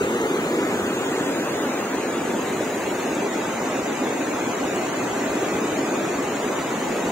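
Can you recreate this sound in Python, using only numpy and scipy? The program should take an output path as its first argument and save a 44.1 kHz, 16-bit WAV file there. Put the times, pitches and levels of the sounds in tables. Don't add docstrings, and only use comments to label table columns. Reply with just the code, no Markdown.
import sys
import numpy as np
from scipy import signal
from scipy.fft import rfft, irfft, next_fast_len
from scipy.io import wavfile
from scipy.ndimage import uniform_filter1d, map_coordinates

SR = 44100
rng = np.random.default_rng(int(sys.argv[2]) if len(sys.argv) > 2 else 0)


def inscribe(sig):
    pcm = np.round(np.clip(np.atleast_2d(sig).T, -1, 1) * 32767)
    wavfile.write(sys.argv[1], SR, pcm.astype(np.int16))


def level_to_linear(level):
    exponent = np.asarray(level, float) / 20
    return 10 ** exponent


N = 313550

# (time [s], lead of the left port [samples])
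TURN = [
    (0, 10),
    (1.04, 6),
    (2.44, .7),
    (2.9, .2),
    (3.2, -1.1),
    (4.3, -1.5),
    (5.3, -1.6),
    (7.11, -.7),
]
PUFF_RISE_S, PUFF_FALL_S = 0.014, 0.029


def unit(x):
    return x / np.sqrt(np.mean(np.abs(x) ** 2) + 1e-20)


def along(points, hz):
    f, v = np.transpose(points)
    return np.interp(np.log(hz + 1), np.log(f + 1), v)


def curves(rows, t):
    s, *cols = np.transpose(rows)
    return [np.interp(t, s, c) for c in cols]


def wobble(rate):
    return map_coordinates(rng.standard_normal(400), [np.arange(N) * rate / SR % 399])


def filtered(x, response):
    m = next_fast_len(N + 8192)
    return irfft(rfft(x, m) * response(np.fft.rfftfreq(m, 1 / SR)), m)[..., :N]


def bubbles(low_hz, high_hz, cycles, spread_db, count):
    when, pitch, size = rng.random((count, 3)).T
    hz = (low_hz * (high_hz / low_hz) ** pitch)[:, None]
    t = np.arange(int(3 * cycles * SR / low_hz)) / SR
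    age = t * hz / cycles
    ring = age * np.exp(-2.5 * age) * np.sin(2 * np.pi * hz * t * (1 + 0.086 * age))
    loudness = level_to_linear(-spread_db * np.log(size))[:, None]
    ring *= loudness * np.sqrt(hz)
    at = (when * N).astype(int)[:, None] + np.arange(len(t))
    return unit(np.bincount(at.ravel(), ring.ravel(), N)[:N])


def port(hz):
    # (centre [Hz], width [Hz], level [dB])
    resonances = [(6760, 1420, 14.5), (15570, 1200, -1)]
    return 1 + sum(level_to_linear(db) * 1j * hz * w / (c * c - hz * hz + 1j * hz * w) for c, w, db in resonances)


def water(spectrum, grains, grainy, patchy_db):
    # (frequency [Hz], share [0-1])
    direct_share = [(150, 0.972), (280, 0.93), (400, 0.8), (520, 0.58), (700, 0.83), (1200, 0.61),
                    (2100, 0.45), (3300, 0.33), (4300, 0.43), (6900, 0.4), (9500, 0.42), (12000, 0.47),
                    (15000, 0.27)]
    # (frequency [Hz], change [share])
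    direct_aside = [(250, 0), (350, .08), (480, .3), (650, .05), (4500, .05), (7500, .25), (10000, -.2),
                    (15000, -.1)]
    # (frequency [Hz], level [dB])
    hand_shadow = [(250, -0.5), (400, 2.5), (500, 3.5), (620, -2), (1300, 2.5), (2600, 0), (3600, 2.5),
                   (4500, 2), (6000, -3.5), (9000, 0.5)]
    # (frequency [Hz], lead of the left port [radians])
    case_bend = [(1500, 0), (2400, -.4), (4300, .4), (6500, 0), (10300, -.8), (13800, -.6)]

    raw = rng.standard_normal((2, N))
    share = np.clip(grainy, 0, 1)
    raw[0] = np.sqrt(1 - share) * raw[0] + np.sqrt(share) * grains
    hz, t, z = signal.stft(raw, SR, nperseg=512)
    rows_hz = hz[:, None]

    field = uniform_filter1d(rng.standard_normal(z.shape[1:]), size=5, axis=0)
    field = uniform_filter1d(field, size=10, axis=1)
    z = z * level_to_linear(patchy_db * unit(field))

    ahead = curves(TURN, t)[0]
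    aside = ahead / 10
    z[0] *= level_to_linear(along(hand_shadow, hz)[:, None] * aside)
    direct = along(direct_share, hz)[:, None] + along(direct_aside, hz)[:, None] * aside
    mix_angle = np.arccos(np.clip(direct, 0, 1)) / 2
    near, far = np.cos(mix_angle) * z[0], np.sin(mix_angle) * z[1]

    ahead = ahead / (1 + (650 / (rows_hz + 1)) ** 2)
    lead = np.exp(1j * np.pi * rows_hz * ahead / SR + .5j * along(case_bend, hz)[:, None])
    pair = signal.istft(np.array([(near + far) * lead, (near - far) / lead]), SR, nperseg=512)[1]
    return unit(filtered(pair[:, :N], lambda f: level_to_linear(along(spectrum, f)) * port(f)))


def weir():
    # (time [s], level [dB])
    flow = [
        (0, 0),
        (.55, 1),
        (1.25, 0.5),
        (1.9, -1.5),
        (2.6, -1.1),
        (3.5, 0.5),
        (4.3, -0.5),
        (5.3, 3),
        (6.2, 0.8),
        (7.11, 1.5),
    ]
    # (frequency [Hz], level [dB per Hz])
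    plunge_colour = [(15, -66), (48, -60), (65, -24), (110, -10.5), (190, -2.5), (270, 1), (400, 2),
                     (520, -4), (700, -30.5)]
    churn_colour = [(300, -42), (520, -3), (700, -5.5), (1000, -8), (1500, -10), (2000, -13.5), (2600, -48)]
    splash_colour = [(1400, -37), (2000, -6), (2500, -6), (3100, -11), (4000, -15), (4900, -23.5),
                     (6000, -31.5)]
    foam_colour = [(3500, -2), (5200, -6.5), (8000, -2.5), (10200, -10), (13000, -28), (16000, -15)]
    # (plunge [dB], churn [dB], splash [dB], foam [dB])
    facing_db = [-26, -28.5, -33.5, -39.5]
    # (plunge [dB], churn [dB], splash [dB], foam [dB])
    aside_db = [0.99, -0.32, -0.57, 0]
    swell_share = [0.43, 0.26, 0.22, 0.19]

    t = np.arange(N) / SR
    aside, swell_db = curves(TURN, t)[0] / 10, curves(flow, t)[0]
    plunge_db, churn_db, splash_db, foam_db = (
        level + turned * aside + follows * swell_db
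        for level, turned, follows in zip(facing_db, aside_db, swell_share))
    surge = wobble(4.4)

    air_clouds = bubbles(196.8, 463, cycles=1.96, spread_db=1.0, count=2000)
    plunge = water(plunge_colour, air_clouds, grainy=0.019, patchy_db=-0.9)
    churned = bubbles(542, 2250, cycles=2.1, spread_db=-0.5, count=3000)
    churn = water(churn_colour, churned, grainy=0.015, patchy_db=-0.62)
    drops = bubbles(1935, 5530, cycles=9.7, spread_db=-1.5, count=7000)
    splash = water(splash_colour, drops, grainy=0.0081, patchy_db=-1.03)
    fizz = bubbles(4540, 19400, cycles=4.3, spread_db=5.5, count=20000)
    foam = water(foam_colour, fizz, grainy=0.036, patchy_db=-1.0)
    return (level_to_linear(plunge_db + 0.14 * surge) * plunge
            + level_to_linear(churn_db + 0.067 * surge) * churn
            + level_to_linear(splash_db + 0.045 * surge) * splash
            + level_to_linear(foam_db + 0.094 * surge) * foam)


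def puffs(rows):
    s, db = np.transpose(rows)[..., None]
    since = np.arange(0, N, 64) / SR - s
    shape = np.exp(-(since / np.where(since < 0, PUFF_RISE_S, PUFF_FALL_S)) ** 2)
    return np.repeat((level_to_linear(db) * shape).sum(axis=0), 64)[:N]


def breeze():
    # (frequency [Hz], level [dB per Hz])
    wind_colour = [(15, -13), (30, -28), (60, 7), (100, 6), (150, -16), (220, -52)]
    # (time [s], peak level [dB])
    shared_puffs = [(0.009, -40), (0.216, -50), (0.434, -50), (0.529, -43), (0.73, -45), (0.809, -47),
                    (1.194, -46), (1.419, -58), (1.53, -53), (1.599, -56), (1.832, -57), (1.948, -47),
                    (2.138, -56), (2.426, -55), (2.659, -58), (2.755, -53), (2.829, -50), (2.913, -51),
                    (3.1, -46), (3.459, -52), (3.596, -46), (3.809, -49), (3.945, -56), (4.074, -54),
                    (4.331, -48), (4.499, -48), (4.63, -51), (4.744, -55), (4.83, -50), (5.097, -40.5),
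                    (5.291, -44), (5.538, -44), (5.713, -45), (5.979, -50), (6.149, -51), (6.237, -49),
                    (6.427, -40), (6.58, -47), (6.889, -43), (7.059, -43)]
    # (time [s], peak level [dB])
    lone_puffs = [(1.12, -56), (1.31, -60), (1.54, -56), (3.79, -57), (4.0, -44), (4.08, -61), (4.3, -56),
                  (4.47, -54), (4.57, -58), (4.64, -56), (6.14, -55)]
    calm_db = -82

    shared, own = filtered(rng.standard_normal((2, N)), lambda hz: level_to_linear(along(wind_colour, hz)))
    gusts = np.roll(puffs(shared_puffs), int(PUFF_RISE_S * SR))
    strength = level_to_linear(calm_db) + level_to_linear(-2.5) * gusts
    both = strength * level_to_linear(1.9 * wobble(17)) * unit(shared)
    own = puffs(lone_puffs) * unit(own)
    return both + np.array([own, -own])


def gulps():
    # (time [s], peak level [dB], pitch [Hz])
    pockets = [
        (0.535, -18, 337),
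        (2.054, -20, 342),
        (2.607, -8.5, 430),
        (3.728, -20, 296),
        (4.436, -22, 380),
        (4.999, -19, 260),
        (5.348, -19, 336),
        (5.971, -21, 280),
        (6.74, -19, 342),
    ]
    out, t = np.zeros(N + SR), np.arange(SR // 20) / SR
    swell = t / .002
    for s, db, hz in pockets:
        ring = np.sin(2 * np.pi * hz * t * (1 + .09 * swell))
        out[round(s * SR):][:len(t)] += level_to_linear(db - 4) * swell * np.exp(1 - swell) * ring
    return out[:N]


def scene():
    # (frequency [Hz], level [dB])
    louder_left = [(150, 0), (300, .9), (600, .4), (1300, .8), (3000, .4), (6500, 1.2), (10000, 1.8),
                   (15000, 3.6)]
    # (frequency [Hz], level [dB])
    narrower = [(700, 0), (1200, -1), (3000, -1), (5000, -.5), (9000, -.7), (13000, -.2)]

    left, right = filtered(weir(), lambda hz: level_to_linear(along(louder_left, hz) * [[.5], [-.5]]))
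    side = filtered((left - right) / 2,
                    lambda hz: level_to_linear(along(narrower, hz)) * 1.12 / (1 + (150 / (hz + 1)) ** 6))
    mid = (left + right) / 2 + gulps()
    return np.array([mid + side, mid - side]) + breeze()


def suppress(x):
    # (frequency [Hz], share of the local power taken off)
    noise_share = [(800, 0), (1500, .25), (2800, .52), (4200, .9), (5600, .9), (6700, .85), (8300, .92),
                   (10000, .95), (12500, 1), (15000, .78)]
    waver_db = 5

    hz, t, z = signal.stft(x, SR, nperseg=2048, noverlap=1536)
    rows_hz = hz[:, None]
    power = np.abs(z) ** 2 + 1e-20

    def blur(bins, frames):
        return np.abs(uniform_filter1d(uniform_filter1d(power, size=bins, axis=1), size=frames, axis=2))

    cut = along(noise_share, hz)[:, None] * blur(70, 12)
    lines = np.clip(1 - .8 * cut / blur(1, 2), .002, 1)
    patches = np.clip(1 - (.81 * cut / blur(6, 4)) ** 3, .003, 1)

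    wide = blur(9, 3)
    drift = unit(uniform_filter1d(rng.standard_normal(len(t)), size=4))
    waver = .05 * level_to_linear(2 * waver_db * drift)
    threshold = .02 + waver / (1 + (rows_hz / 520) ** 6 + (130 / (rows_hz + 1)) ** 6)
    patches[1] *= wide[1] > threshold * wide[0]
    gain = lines * patches

    kept = uniform_filter1d(power * gain, size=90, axis=1) / uniform_filter1d(power, size=90, axis=1)
    kept = np.abs(uniform_filter1d(kept, size=3, axis=2)) + .02
    gain *= np.where(rows_hz > 900, kept.mean(axis=2, keepdims=True) / kept, 1)
    return signal.istft(z * np.sqrt(gain), SR, nperseg=2048, noverlap=1536)[1][:, :N]


def band_limit(x):
    return signal.sosfilt(signal.butter(12, 15740, fs=SR, output="sos"), x)


def record(dry):
    soft = dry / (1 + np.abs(dry / .37) ** 4) ** (1 / 4)
    mid, side = suppress(np.array([soft[0] + soft[1], soft[0] - soft[1]]) / 2)
    pair = filtered(np.array([mid + side, mid - side]), lambda hz: hz < 15740)
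    return band_limit(pair)


dry = scene()
out = record(dry)
inscribe(out)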